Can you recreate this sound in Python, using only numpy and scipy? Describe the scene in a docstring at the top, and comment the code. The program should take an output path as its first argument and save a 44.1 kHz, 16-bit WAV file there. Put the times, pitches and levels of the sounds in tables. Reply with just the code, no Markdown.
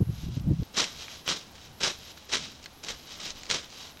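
"""A sickle cuts tall weeds on a sunny slope. From the start, bush crickets tick and trill very high up.
While the worker wades in, wind buffets the microphone; it stops abruptly after about 0.6 s.
Six strokes follow: each brushes into the leaves, tears through a bunch of stems and dies away,
and the second meets something hard with a click. Between strokes the cut weeds are dragged aside,
single stalks snap and boots thud softly on the overgrown ground."""
import sys
import numpy as np
from scipy import signal
from scipy.fft import rfft, irfft, next_fast_len
from scipy.io import wavfile
from scipy.ndimage import map_coordinates

SR = 44100
rng = np.random.default_rng(int(sys.argv[2]) if len(sys.argv) > 2 else 0)


def wrap_up_sound(samples):
    """Save the sound to the file named by the first command line argument, as 16-bit audio."""
    columns = np.atleast_2d(samples).T
    # keep every value between -1 and 1, then stretch to whole-number steps
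    tamed = np.clip(columns, -1, 1)
    steps = np.round(tamed * 32767).astype(np.int16)
    wavfile.write(sys.argv[1], SR, steps)


N = 176400

# Spectra of open air, wind rumble and flutter, sliding leaves, breaking stems and their low tearing.
# Each row: frequency in Hz, relative level in dB.
AIR_SPECTRUM = [(25, 0), (50, -4.5), (110, 1), (220, -0.5), (330, -4), (550, -5), (800, -5.5), (1240, -9),
                (2100, -14), (3500, -12.5), (5700, -16.5), (7900, -23.5), (11800, -26.5), (15500, -28)]
RUMBLE_SPECTRUM = [(20, -25), (45, -7.5), (70, 0.5), (105, -1.5), (155, 0.5), (210, -11), (300, -28),
                   (500, -28), (1000, -70)]
FLUTTER_SPECTRUM = [(60, -35), (150, -3), (280, 0.5), (400, -13.5), (600, -23), (1000, -40), (2000, -64)]
LEAF_SPECTRUM = [(120, -20), (200, -9.5), (580, -10), (850, -10), (1600, -8.5), (2200, -8), (3200, -1.5),
                 (3800, 1), (4400, -4), (5500, -4), (6500, -7), (8000, -18), (10000, -30.5), (14000, -36)]
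STEM_SPECTRUM = [(590, -36), (1000, -12), (1400, -7), (2100, -5), (2700, -5.5), (3300, 1), (3960, 0.5),
                 (4400, -4), (5600, -2), (7000, -10), (10000, -28), (12500, -37), (15500, -45)]
TEARING_SPECTRUM = [(30, -13), (90, -6.5), (180, 1), (300, -2.5), (500, 0.5), (800, -4.5), (1300, -3.5),
                    (2200, -9.5), (5000, -44)]
# Ticks of one cricket. Each entry: time in seconds.
TICK_TIMES = [.022, .154, .219, .288, .355, .419, .490, .623, .655, .922, .986, 1.050, 1.120, 1.185, 1.255,
              1.388, 1.519, 1.657, 1.788, 1.921, 1.988, 2.057, 2.124, 2.185, 2.255, 2.521, 2.656, 2.791,
              2.915, 2.990, 3.058, 3.124, 3.181, 3.255, 3.390, 3.657, 3.789, 3.923, 3.989]
# Trills of a second cricket. Each row: start in seconds, end in seconds, level in dB.
TRILL_SPANS = [(0, 0.265, -64), (0.723, 1.263, -65.5), (1.724, 2.17, -66.5), (2.728, 3.08, -66.5),
               (3.73, 4.003, -67.5)]
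# Eddies at the microphone. Each row: time in seconds, level in dB, width in seconds,
# share of flutter from 0 to 1.
EDDIES = [(.0095, -20.5, 0.0035, 1), (0.022, -18.5, 0.0066, .25), (.076, -29, 0.0055, 0),
          (.097, -24.5, 0.0061, 0.25), (0.127, -33.5, 0.015, 0), (.19, -36, 0.0099, 0.01),
          (0.239, -25.5, 0.0039, 0.14), (0.267, -30.5, 0.0063, 0), (.29, -28.5, 0.007, 0.18),
          (.315, -34, 0.029, 0.16), (0.374, -25.5, 0.0063, 0.28), (0.415, -32, 0.017, 0.1),
          (.45, -30, 0.0085, .08), (.485, -22, 0.013, 0.33), (.511, -19, 0.0078, 0.45),
          (0.534, -25, 0.0098, 0.14), (.568, -35, 0.012, 0), (0.599, -24, 0.0065, 0.11),
          (.625, -26.5, 0.0057, 0.65)]
# The worker's shifts of weight. Each row: time in seconds, level in dB, width in seconds, pitch in Hz.
BOOT_THUDS = [(.95, -53, 0.048, 80), (1.38, -56, 0.024, 230), (1.69, -51, 0.039, 90),
              (2.02, -54.5, 0.047, 90), (2.43, -48.5, 0.055, 189), (2.931, -51, 0.028, 50),
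              (3.35, -51.5, 0.038, 34.7)]
# Weeds dragged or brushed. Each row: start, fullest moment and end in seconds, level in dB,
# decay time constant in seconds.
LEAF_SWELLS = [(0.116, 0.232, 0.29, -49, .02), (0.312, 0.352, 0.39, -49, .01),
               (.53, 0.607, 0.71, -56.5, 0.022), (0.864, 0.914, 0.98, -45.5, .015),
               (0.986, 1.022, 1.056, -38.5, 0.03), (1.086, 1.118, 1.193, -43, 0.03),
               (1.356, 1.374, 1.375, -35.5, 0.052), (1.56, 1.66, 1.69, -50.5, 0.017),
               (1.98, 2.115, 2.125, -46, .012), (2.165, 2.178, 2.27, -52, .02),
               (2.398, 2.442, 2.474, -38.5, 0.075), (2.924, 2.992, 3.07, -50, .02),
               (3.072, 3.122, 3.19, -42.5, .02), (3.206, 3.26, 3.317, -35, 0.011),
               (3.352, 3.36, 3.453, -45.5, 0.023), (3.708, 3.823, 3.91, -43, 0.014)]
# Single stalks breaking. Each row: time in seconds, level in dB, pitch in Hz,
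# time in seconds for the splintering to fall 60 dB.
STALK_SNAPS = [(.397, -35, 4000, 0.014), (.535, -38.5, 4000, .008), (.633, -30, 4800, 0.0027),
               (.776, -15, 3020, 0.0094), (0.7865, -13, 5400, 0.018), (.8035, -13, 5400, 0.022),
               (0.8413, -20, 4000, .035), (.964, -32, 4000, 0.0088), (1.082, -27, 1700, 0.015),
               (1.277, -20.5, 2200, 0.023), (1.3, -17, 4500, .018), (1.554, -37, 3800, 0.043),
               (1.581, -35.5, 2400, 0.023), (1.833, -14.5, 2980, 0.026), (1.84, -12, 3200, .008),
               (1.8455, -17, 4000, .012), (1.8661, -17, 2000, 0.0091), (2.175, -34, 3000, 0.024),
               (2.329, -16, 4000, .004), (2.336, -12.5, 3050, 0.019), (2.3545, -19, 3800, 0.013),
               (2.628, -37.5, 4500, 0.048), (2.641, -33, 4000, 0.034), (2.659, -26, 3200, 0.023),
               (2.838, -26.5, 5000, 0.025), (2.847, -26, 4000, .02), (2.885, -22.5, 4070, 0.066),
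               (2.9065, -25, 4000, .02), (3.202, -26, 4800, 0.029), (3.253, -29, 4000, 0.0045),
               (3.305, -22.5, 4870, 0.014), (3.434, -26.5, 4500, 0.01), (3.455, -31, 3800, .018),
               (3.465, -33.5, 3560, 0.045), (3.501, -14.5, 3760, 0.016), (3.511, -10.5, 3750, 0.042),
               (3.5449, -19.5, 4000, 0.016), (3.703, -34, 5010, 0.0089), (3.972, -34, 2600, 0.013),
               (3.993, -35, 2550, 0.016)]
# Sickle strokes. Each row: first touch, bite and release of the blade in seconds,
# levels of brushing, cutting and low tearing in dB, fade in dB per second.
SICKLE_STROKES = [(0.74, 0.775, 0.81, -42, -26.5, -33, 206), (1.259, 1.29, 1.313, -39, -27, -35.5, 284),
                  (1.804, 1.836, 1.871, -35, -26.5, -33.5, 245),
                  (2.291, 2.332, 2.354, -41, -27, -35.5, 310),
                  (2.833, 2.892, 2.907, -42.5, -35.5, -41.5, 310),
                  (3.498, 3.511, 3.543, -27.5, -30, -38, 179)]
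# Narrow gaps in the spectrum. Each entry: frequency in Hz.
NOTCHES = [1780, 3430, 3570, 3640, 4290, 4500]

WIND_END_S = 0.635


def amp(db):
    """Decibels to amplitude ratio."""
    return 10 ** (np.asarray(db) / 20)


def unit(x):
    """Normalisation to rms 1."""
    return x / np.sqrt(np.mean(x ** 2) + 1e-20)


def clock():
    """Time of each sample in seconds."""
    return np.arange(N) / SR


def wobble(rate):
    """Smooth random modulation with rate knots a second."""
    return map_coordinates(rng.standard_normal(8192), [np.arange(N) * rate / SR], mode="wrap")


def shaped(x, gain):
    """Minimum-phase filtering: folding the cepstrum makes the given gain curve causal."""
    m = 2 * next_fast_len(N)
    cepstrum = irfft(np.log(np.maximum(gain(np.fft.rfftfreq(m, 1 / SR)), 1e-6)), m)
    cepstrum[1:m // 2] *= 2
    cepstrum[m // 2 + 1:] = 0
    return irfft(rfft(x, m) * np.exp(rfft(cepstrum)), m)[:N]


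def along(points, hz):
    """Gain interpolated between (Hz, dB) points on a logarithmic axis."""
    f, db = np.transpose(points)
    return amp(np.interp(np.log(hz + 1), np.log(f + 1), db))


def noise(gain):
    """Spectrally weighted noise of rms 1."""
    return unit(irfft(rfft(rng.standard_normal(N)) * gain(np.fft.rfftfreq(N, 1 / SR)), N))


def band(centre_hz, width_hz):
    """Narrow-band noise, as from a randomly driven resonance."""
    return noise(lambda hz: 1 / (1 + ((hz - centre_hz) / width_hz) ** 2 / 2))


def steady(x, floor):
    """Envelope compression: dividing by the envelope plus a floor evens out the level."""
    return unit(x / (np.abs(signal.hilbert(x)) + floor))


def bump(s, width):
    """A Gaussian swell centred on s seconds."""
    return np.exp(-.5 * np.minimum(((clock() - s) / width) ** 2, 100))


def crackle(per_s, spread_db, hiss):
    """Shot noise: tiny fibre breaks of random size over a smooth hiss."""
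    size = amp(spread_db * np.clip(rng.standard_normal(N), -2, 2)) * rng.choice([-1, 1], N)
    breaks = unit(size * (rng.random(N) < per_s / SR))
    return unit(breaks + hiss * rng.standard_normal(N))


def air():
    """Ambient noise: a broad open-air wash, and a low drone that wavers because its band is narrow."""
    level_db = -53.5 - 1.5 * (clock() < WIND_END_S) + wobble(6.61)
    wash = amp(level_db) * noise(lambda hz: along(AIR_SPECTRUM, hz))
    return wash + amp(-63.5) * band(centre_hz=75.6, width_hz=6.4)


def cricket_ticks():
    """Stridulation in short pulses: a softer, higher lead makes each tick fall in pitch."""
    strengths = amp(rng.normal(0, 1.0, len(TICK_TIMES)))
    ticks = sum(gain * bump(s, 0.0042) for s, gain in zip(TICK_TIMES, strengths))
    leads = sum(gain * bump(s - .0095, 0.0087) for s, gain in zip(TICK_TIMES, strengths))
    tick_tone = steady(band(centre_hz=11950, width_hz=350), floor=.5)
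    lead_tone = band(centre_hz=12700, width_hz=270)
    return amp(-61.5) * ticks * tick_tone + amp(-67.5) * leads * lead_tone


def cricket_trills(wingbeat_hz=155, sharpness=3.7, return_db=-5.5):
    """Sustained stridulation: each wingbeat and its weaker return stroke excite a wing resonance."""
    t = clock()
    level = sum(amp(db) * np.clip(np.minimum(t - start, end - t) / 0.0049, 0, 1)
                for start, end, db in TRILL_SPANS)
    beat_hz = wingbeat_hz * (1 + 0.0248 * wobble(20))
    wing = np.cos(2 * np.pi * np.cumsum(beat_hz) / SR)
    rasps = np.exp(sharpness * wing) + amp(return_db) * np.exp(-sharpness * wing)
    resonance = steady(band(centre_hz=11440, width_hz=360), floor=.5)
    return level * unit(rasps * resonance)


def wind(breeze_db=-43.5):
    """Turbulent pressure: eddies hit the microphone as low bumps; the harder ones flutter higher."""
    rumble = steady(noise(lambda hz: along(RUMBLE_SPECTRUM, hz)), floor=0.67)
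    rumble = unit(shaped(rumble, lambda hz: 1 / np.sqrt(1 + (hz / 240) ** 8)))
    flutter = noise(lambda hz: along(FLUTTER_SPECTRUM, hz))
    low, high = np.full(N, amp(breeze_db)), np.zeros(N)
    for s, db, width, share in EDDIES:
        swell = amp(db) * bump(s, width)
        low = np.maximum(low, swell * np.sqrt(1 - share ** 2))
        high += swell * share
    blowing = np.clip((WIND_END_S - clock()) / .004, 0, 1)
    return (low * rumble + high * flutter) * blowing


def boots():
    """Cushioned impact: soft growth spreads a boot's force over time, leaving only a low thud."""
    return sum(amp(db) * bump(s, width) * band(hz, width_hz=0.45 * hz) for s, db, width, hz in BOOT_THUDS)


def rustles(stir_db=-59.5, edge_db=6.5, onset_s=0.019):
    """Friction: leaves slide over each other in swells that add in power to a faint stirring."""
    t = clock()
    before_cutting = t < SICKLE_STROKES[0][0]
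    power = amp(stir_db - 25 * before_cutting) ** 2
    for start, fullest, end, db, tail in LEAF_SWELLS:
        swell = amp(db - np.interp(t, [start, fullest, end], [edge_db, 0, edge_db]))
        outside = np.maximum(start - t, 0) / onset_s + np.maximum(t - end, 0) / tail
        power += (swell * np.exp(-outside)) ** 2
    fibres = crackle(per_s=2600, spread_db=6, hiss=0.87)
    leaves = unit(shaped(fibres, lambda hz: along(LEAF_SPECTRUM, hz)))
    return np.sqrt(power) * amp(0.6 * wobble(120)) * leaves


def snaps(crack_t60_s=0.00094):
    """Brittle fracture: a stalk releases its strain in one sharp crack and a burst of splinters."""
    out, t = np.zeros(N + SR), np.arange(SR // 10) / SR
    for s, db, pitch_hz, t60 in STALK_SNAPS:
        crack = np.sin(2 * np.pi * pitch_hz * t) * amp(-60 * t / crack_t60_s)
        edges_hz = [.45 * pitch_hz, min(1.67 * pitch_hz, 6600)]
        bandpass = signal.butter(2, edges_hz, "band", fs=SR, output="sos")
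        splinters = unit(signal.sosfilt(bandpass, rng.standard_normal(len(t)))) * amp(-60 * t / t60)
        out[round(s * SR):][:len(t)] += amp(db) * (crack + 0.43 * splinters)
    return shaped(out[:N], lambda hz: along([(300, 2.0), (7200, 0.5), (10000, -15), (15000, -14)], hz))


def blade_click(start_s=1.2787, pitch_hz=3120, t60_s=0.0023):
    """Hard impact: the blade meets something stiff, giving an impulse and a heavily damped ring."""
    out, t = np.zeros(N), np.arange(SR // 50) / SR
    ring = np.sin(2 * np.pi * pitch_hz * t) * amp(-60 * t / t60_s)
    out[round(start_s * SR):][:len(t)] = amp(-9) * (ring + 0.65 * (t == 0))
    return out


def cut_envelope(t, bite, release, fade, rise_db=13.5, rise_s=.018):
    """Exponential growth up to the bite, a hold while the blade cuts, then exponential decay."""
    return amp(-rise_db * np.maximum(bite - t, 0) / rise_s - fade * np.maximum(t - release, 0))


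def sickle(touch_s=0.0092, tearing_lag_s=0.0026, highpass_hz=1310):
    """Friction, then fracture: the blade brushes the leaves, bites and tears through stems in clumps."""
    t, high, low = clock(), np.zeros(N), np.zeros(N)
    for touch, bite, release, brush_db, cut_db, low_db, fade in SICKLE_STROKES:
        brush = np.clip((t - touch) / touch_s + .5, 0, 1) * (t < bite) * amp(brush_db - cut_db)
        cutting = cut_envelope(t, bite, release, fade)
        tearing = cut_envelope(t - tearing_lag_s, bite, release, 1.16 * fade)
        high += amp(cut_db) * np.maximum(cutting, brush)
        low += amp(low_db) * np.maximum(tearing, brush)
    clumps = amp(1.7 * wobble(170))
    stem_gain = lambda hz: along(STEM_SPECTRUM, hz) / np.sqrt(1 + (highpass_hz / (hz + 1)) ** 4)
    stems = shaped(crackle(per_s=2400, spread_db=2, hiss=0.5), stem_gain)
    tear = shaped(crackle(per_s=1500, spread_db=3.5, hiss=0.68), lambda hz: along(TEARING_SPECTRUM, hz))
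    return clumps * (high * unit(stems) + low * unit(tear))


def scene():
    """Superposition: all sources add at one microphone in the open."""
    work = sickle() + rustles() + snaps() + blade_click() + boots()
    return (work + wind() + cricket_ticks() + cricket_trills() + air())[None]


def record(dry, notch_width_hz=22, top_hz=15850):
    """Linear filtering: a few narrow notches thin the spectrum, and the recorder cuts off the treble."""
    notches = lambda hz: np.prod([np.abs(hz - f) / np.hypot(hz - f, notch_width_hz) for f in NOTCHES], 0)
    notched = shaped(dry[0], notches)
    passband = np.fft.rfftfreq(N, 1 / SR) < top_hz
    return irfft(rfft(notched) * passband, N)[None]


dry = scene()
out = record(dry)
wrap_up_sound(out)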